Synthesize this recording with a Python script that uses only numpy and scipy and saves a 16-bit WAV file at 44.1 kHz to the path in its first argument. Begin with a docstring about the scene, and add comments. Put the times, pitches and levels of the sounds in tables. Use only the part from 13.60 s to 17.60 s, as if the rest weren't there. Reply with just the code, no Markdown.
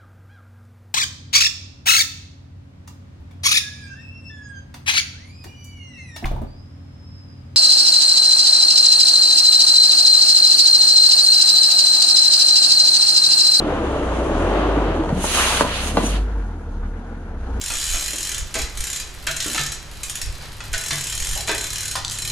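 """A brick-walled driveway; a stereo microphone stands close by, with the car ahead and to the left.
The car reverses slowly, its exhaust rushing through a first swell of the engine until the tail goes by.
From 1.2 s a wheel pinches an inflatable punching bag, which thumps and crackles. Air jets out in spurts
for a second, the vinyl skin snaps hard at 2.0 and 2.4 s, and the walls answer.
The engine swells again around 2.6 s and once more, gently, near 3.5 s."""
import sys
import numpy as np
from scipy import signal
from scipy.fft import rfft, irfft
from scipy.io import wavfile
from scipy.ndimage import uniform_filter1d

SR = 44100
rng = np.random.default_rng(int(sys.argv[2]) if len(sys.argv) > 2 else 0)


def file_out(sig):
    """Save sig as 16-bit WAV at sys.argv[1]."""
    # one column per channel
    cols = np.atleast_2d(sig).T
    # limit, then scale
    lim = np.clip(cols, -1, 1)
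    pcm = np.round(lim * 32767).astype(np.int16)
    wavfile.write(sys.argv[1], SR, pcm)


N = 176400

# Folds of the bag letting go under the wheel: start_s, level_db, pitch_factor
SKIN_SNAPS = [(1.363,-16,0.92),(1.437,-16.5,0.85),(1.491,-12.5,1),(1.641,-9,0.956),(2.008,0.5,1.033),(2.37,-3.5,1.06),(2.373,-4.5,0.81)]
# Modes of the vinyl skin at a pitch factor of 1: pitch_hz, relative_db, t60_s
SKIN_MODES = [(248,-7,0.037),(406,-6.5,0.02),(577,-3,0.031),(933,2,0.018),(1165,-3.5,0.014),(1474,-6,0.018),(1880,-12,0.019)]


def skin_snaps(attack_s=.0018, crack_hz=(1330, 4500), crack_db=-20, crack_s=.0025):
    """Folds of taut vinyl let go with a crack and ring the skin briefly."""
    band = signal.butter(2, crack_hz, "bandpass", fs=SR, output="sos")
    noise = unit(signal.sosfilt(band, rng.standard_normal(N)))
    out = np.zeros(N)
    for start, db, pitch in SKIN_SNAPS:
        age = np.maximum(clock() - start, 0)
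        ring = np.zeros(N)
        for k, (hz, mode_db, t60) in enumerate(SKIN_MODES):
            decay = undb(mode_db - 60 * np.minimum(age / t60, 4))
            ring += (-1) ** k * decay * np.sin(2 * np.pi * hz * pitch * age)
        ring *= 1 - np.exp(-age / attack_s)
        crack = undb(crack_db) * noise * (age > 0) * np.exp(-np.minimum(age / crack_s, 50))
        out += undb(db) * (ring / np.max(abs(ring)) + crack)
    return out


# Spurts of air from the split, relative levels: time_s, roar_db, hiss_db
JET_SPURTS = [(1.56,-48.5,-50.5),(1.64,-36.5,-32),(1.71,-32.5,-30),(1.78,-27,-25.5),(2.008,-28.5,-32),(2.045,-37.5,-39.5),(2.14,-33.5,-41.5),(2.29,-37,-34.5),(2.33,-43.5,-44.5),(2.42,-41,-41),(2.47,-39.5,-36.5),(2.57,-41,-47.5),(2.625,-52,-61)]
# Spectrum of the jet's roar: frequency_hz, relative_db
ROAR_SPECTRUM = [(200,-7),(500,-2.5),(1250,-0.5),(2200,-4),(2900,0),(3500,-4.5),(4300,-6),(5200,-14.5),(7000,-17)]
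# Spectrum of the jet's hiss: frequency_hz, relative_db
HISS_SPECTRUM = [(3500,-36),(5000,-10),(5900,-3.5),(6600,2.5),(7300,-6),(8500,-3),(10200,-1),(11500,-10),(12800,-21.5),(15500,-22)]


def air_jet(flutter_db=.83, edge_db_per_s=249):
    """Air forced through the split roars and hisses, fluttering with the vinyl lips."""
    roar_db, hiss_db = curves(JET_SPURTS)
    lips = undb(flutter_db * wander(400))
    roar = undb(roar_db + 8.5) * turbulence(ROAR_SPECTRUM, flicker_db=1.7, gate=lips)
    hiss = undb(hiss_db + 3.5) * turbulence(HISS_SPECTRUM, flicker_db=1.5, gate=lips)
    return (roar + hiss) * undb(-edge_db_per_s * seconds_outside(JET_SPURTS))


# Breathy whistles of the split: peak_s, level_db, pitch_hz, half_length_s
SPLIT_WHISTLES = [(1.793,-24.5,1227,.035),(1.807,-26.5,2940,0.032),(2.475,-30,6160,0.023)]


def split_whistles(width_hz=120):
    """At the height of a spurt the jet locks briefly onto one resonance of the split."""
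    out = np.zeros(N)
    for peak, db, hz, half_length in SPLIT_WHISTLES:
        breath = wander(width_hz) + 1j * wander(width_hz)
        tone = np.real(breath * np.exp(2j * np.pi * hz * clock()))
        out += undb(db) * np.exp(-((clock() - peak) / half_length) ** 2) * unit(tone)
    return out


# Thumps and groans of the air inside the bag: start_s, level_db, pitch_hz, length_s
BAG_THUMPS = [(1.168,-11,298,0.021),(1.391,-13.5,320,0.029),(1.525,-9.5,165,0.012),(1.535,-22,188.2,.085),(2.439,-16.5,230,0.017)]


def bag_thumps():
    """The pinched bag shifts under the tyre and the air inside it booms."""
    out = np.zeros(N)
    for start, db, hz, length in BAG_THUMPS:
        age = np.maximum(clock() - start, 0)
        swell = np.minimum(np.pi * age / length, 50)
        out += undb(db) * swell * np.exp(1 - swell) * np.sin(2 * np.pi * hz * age)
    return out


# Crumplings of the bag down at the tyre: peak_s, level_db, fade_s
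BAG_CRUMPLES = [(1.551,-27,0.12),(2.051,-26.5,0.065),(2.41,-22,0.1)]
# Spectrum of the rubbing vinyl: frequency_hz, relative_db
CRUMPLE_SPECTRUM = [(110,-3.5),(200,-3.5),(600,-7.5),(2000,-30.5)]


def bag_crumple(grain_db=4):
    """The slack vinyl folds and rubs under the tyre in small jerks."""
    effort = sum(undb(db) * np.exp(-abs(clock() - peak) / fade) for peak, db, fade in BAG_CRUMPLES)
    return effort * turbulence(CRUMPLE_SPECTRUM, flicker_db=.5, gate=undb(grain_db * wander(300)))


# Boom at the tailpipe, relative levels: time_s, firing_db, octave_db
BOOM_LEVELS = [(0,-30,-35.5),(.58,-36.5,-24.5),(.78,-19.5,-29.5),(1.17,-19.5,-43),(1.4,-28.5,-30),(2.14,-32.5,-30.5),(2.33,-27,-26),(2.52,-19,-47),(2.75,-22,-45),(3.02,-34,-32),(3.25,-28,-32),(3.52,-32,-52),(3.92,-29.5,-22)]
# Resonances of the exhaust pipe: frequency_hz, relative_db
PIPE_SPECTRUM = [(90,3.5),(115,-7.5),(145,-1),(180,-6),(230,0.5),(310,-24),(560,-18.5),(900,-19)]


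def exhaust_boom(firing_hz, firings, roughness=.25, wobble_db=2.7, pipe_db=-43):
    """The firing tone, its octave, and rough overtones that sweep through the pipe's resonances."""
    firing_db, octave_db = curves(BOOM_LEVELS)
    phase = 2 * np.pi * firings
    tone = undb(firing_db - 1 + wobble_db * wander(15)) * np.sin(phase)
    octave = undb(octave_db - .5 + wobble_db * wander(22)) * np.sin(2 * phase)
    pipe = np.zeros(N)
    for k in range(3, 20):
        gain = undb(at_frequency(PIPE_SPECTRUM, k * firing_hz)) * (1 + roughness * wander(24.7))
        pipe += gain * np.sin(k * phase + rng.uniform(0, 2 * np.pi))
    return np.sqrt(2) * (tone + octave) + undb(pipe_db) * unit(pipe)


# Rush of exhaust gas at the microphone, relative levels: time_s, body_db, treble_db
RUSH_LEVELS = [(0,-24,-56),(.6,-23.5,-49),(.95,-20.5,-50),(1.29,-21.5,-56),(1.39,-26.5,-56),(1.56,-31.5,-54)]
# Spectrum of the body of the rush: frequency_hz, relative_db
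RUSH_BODY_SPECTRUM = [(65,-21),(110,-14),(248,-10),(306,-1.5),(364,-7.5),(598,-7.5),(810,-13.5),(1230,-16),(2210,-28),(3050,-28.5),(5000,-44)]
# Spectrum of its treble: frequency_hz, relative_db
RUSH_TREBLE_SPECTRUM = [(2650,-26),(4500,-13),(6500,4),(7670,-3.5),(10400,-4.5),(12700,-29.5),(15500,-24)]


def exhaust_rush(firings, puff_db=.65, sputter_db=.5, gain_db=1.5, fade_db_per_s=48):
    """Gas puffs from the tailpipe in step with the engine and fades as the tail passes the microphone."""
    body_db, treble_db = curves(RUSH_LEVELS)
    puffs = undb(puff_db * np.cos(2 * np.pi * firings) - sputter_db * wander(250))
    body = undb(body_db) * turbulence(RUSH_BODY_SPECTRUM, flicker_db=1.34, gate=puffs)
    treble = undb(treble_db) * turbulence(RUSH_TREBLE_SPECTRUM, flicker_db=1.7)
    return (body + treble) * undb(gain_db - fade_db_per_s * seconds_outside(RUSH_LEVELS))


# Engine bay and rolling tyres, heard from beside the driveway: time_s, level_db
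BAY_LEVELS = [(0,-39),(2.8,-34.5),(3.0,-38),(3.8,-38),(4,-32.5)]
# Spectrum of their whirr: frequency_hz, relative_db
BAY_SPECTRUM = [(65,-35),(110,-17),(215,-3.5),(329,-8.5),(411,-14.5),(460,-6.5),(540,-18),(906,-15),(1130,-21.5),(1450,-16),(2000,-29.5),(5400,-43.5),(6610,-40),(7700,-49.5),(10200,-46),(14000,-72)]


def engine_bay(firings, clatter_db=.8):
    """Soft, even mechanical whirr and tyre noise, pulsing with the firings."""
    pulse = undb(clatter_db * np.cos(2 * np.pi * firings))
    return undb(curves(BAY_LEVELS)[0]) * turbulence(BAY_SPECTRUM, flicker_db=2.2, gate=pulse)


def cooling_fan(pitch_hz=83.4, level_db=-37.5, waver_db=.5):
    """The fan hums low in the background, whatever the engine speed."""
    return np.sqrt(2) * undb(level_db - waver_db * wander(24)) * np.sin(2 * np.pi * pitch_hz * clock())


# Echoes reaching the microphone off ground, car and walls: left_delay_s, right_delay_s, level_db
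NEAR_ECHOES = [(.0023,.0025,-16.5),(.0088,.0094,-10),(0.011,.0106,-9),(0.0183,.0178,-21)]


def driveway(direct, t60_s=.29, tail_db=-4, build_s=.006):
    """The direct sound, its near echoes and a short diffuse tail between the brick walls."""
    t = clock()[:SR // 2]
    diffuse = rng.standard_normal(len(t)) + .5 * rng.standard_normal((2, len(t)))
    tail = diffuse * undb(-60 * t / t60_s) * (1 - np.exp(-t / build_s))
    tail = undb(tail_db) * unit(tail) / np.sqrt(len(t))
    echoes = np.zeros((2, N))
    for *delays, db in NEAR_ECHOES:
        echoes += undb(db) * np.array([np.interp(clock() - lag, clock(), direct) for lag in delays])
    return direct + echoes + signal.fftconvolve(direct[None], tail, axes=1)[:, :N]


# Likeness of the microphone's two sides, capped at 1 in use: frequency_hz, likeness_ratio
MIC_LIKENESS = [(60,0.3),(250,1.3),(500,0.7),(1000,1.08),(2000,0.08),(4000,0.09),(10000,0.34)]
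# Balance at the microphone: frequency_hz, left_minus_right_db
MIC_BALANCE = [(250,1.1),(600,0),(1100,2.5),(2000,2.5),(3500,-4.5),(6000,-4),(8500,0.5),(12000,1)]


def turbulence(spectrum, flicker_db, gate=1):
    """Stereo rushing noise at rms 1; each octave flickers alone and the treble is diffuse."""
    hz = np.fft.rfftfreq(N, 1 / SR)
    mid, side = rfft(rng.standard_normal((2, N)) * gate)
    likeness = np.clip(at_frequency(MIC_LIKENESS, hz), 0, 1)
    sign = np.array([[1], [-1]])  # left, right
    low_cut = 1 / np.sqrt(1 + (.8 * spectrum[0][0] / (hz + 1)) ** 8)
    high_cut = 1 / np.sqrt(1 + (hz / spectrum[-1][0] / 1.1) ** 16)
    pair = (mid * np.sqrt(1 + likeness) + sign * side * np.sqrt(1 - likeness)) * low_cut * high_cut
    pair *= undb(at_frequency(spectrum, hz) + sign * at_frequency(MIC_BALANCE, hz) / 2)
    octave = np.log2(np.clip(hz, 125, 16000) / 125)
    bands = (irfft(pair * np.maximum(1 - abs(octave - k), 0), N) for k in range(8))
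    return unit(sum(band * undb(flicker_db * wander(29.9)) for band in bands))


def wander(rate_hz):
    """Smooth random drift of spread near 1."""
    hold = max(int(SR / rate_hz), 2)
    steps = np.repeat(rng.standard_normal(N // hold + 1), hold)
    return .99 * uniform_filter1d(uniform_filter1d(steps, hold), hold)[:N]


def curves(table):
    """Each column of a table, joined by straight lines in time."""
    times, *columns = np.array(table).T
    return [np.interp(clock(), times, column) for column in columns]


def at_frequency(table, hz):
    """Read a table on a log-frequency axis."""
    frequencies, values = np.array(table).T
    return np.interp(np.log(hz + .00081), np.log(frequencies), values)


def seconds_outside(table):
    """Time before the first or after the last row of a table."""
    return np.maximum(table[0][0] - clock(), 0) + np.maximum(clock() - table[-1][0], 0)


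def undb(db):
    """Decibels to gain."""
    return 10 ** (np.asarray(db) / 20)


def unit(x):
    """Scale to rms 1."""
    return x / np.sqrt(np.mean(x ** 2))


def clock():
    """Time of every sample in seconds."""
    return np.arange(N) / SR


# Engine speed, revved in three swells: time_s, firing_hz
ENGINE_SPEED = [(0,39),(.58,27.8),(1.0,52.4),(1.18,54),(1.4,37.4),(1.88,31),(2.15,28.2),(2.48,48),(2.72,52.5),(3.0,37.5),(3.2,35.2),(3.47,39.6),(3.87,30.6),(4.0,29.2)]


def scene(left_lead_s=.0001):
    """Car and bag lie ahead and to the left, so their sound reaches the microphone's left side first."""
    firing_hz = curves(ENGINE_SPEED)[0]
    firings = np.cumsum(firing_hz) / SR
    car = exhaust_boom(firing_hz, firings) + exhaust_rush(firings) + engine_bay(firings) + cooling_fan()
    bag = air_jet() + split_whistles() + bag_crumple() + driveway(skin_snaps()) + bag_thumps()
    left, right = car + bag
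    lag = int(left_lead_s * SR)
    return np.array([left, np.pad(right, (lag, 0))[:N]])


def record(dry, top_hz=15750):
    """The recorder clips at full scale and cuts the highest treble."""
    lowpass = signal.ellip(10, .2, 80, top_hz, fs=SR, output="sos")
    return signal.sosfilt(lowpass, np.clip(dry, -1, 1))


dry = scene()
out = record(dry)
file_out(out)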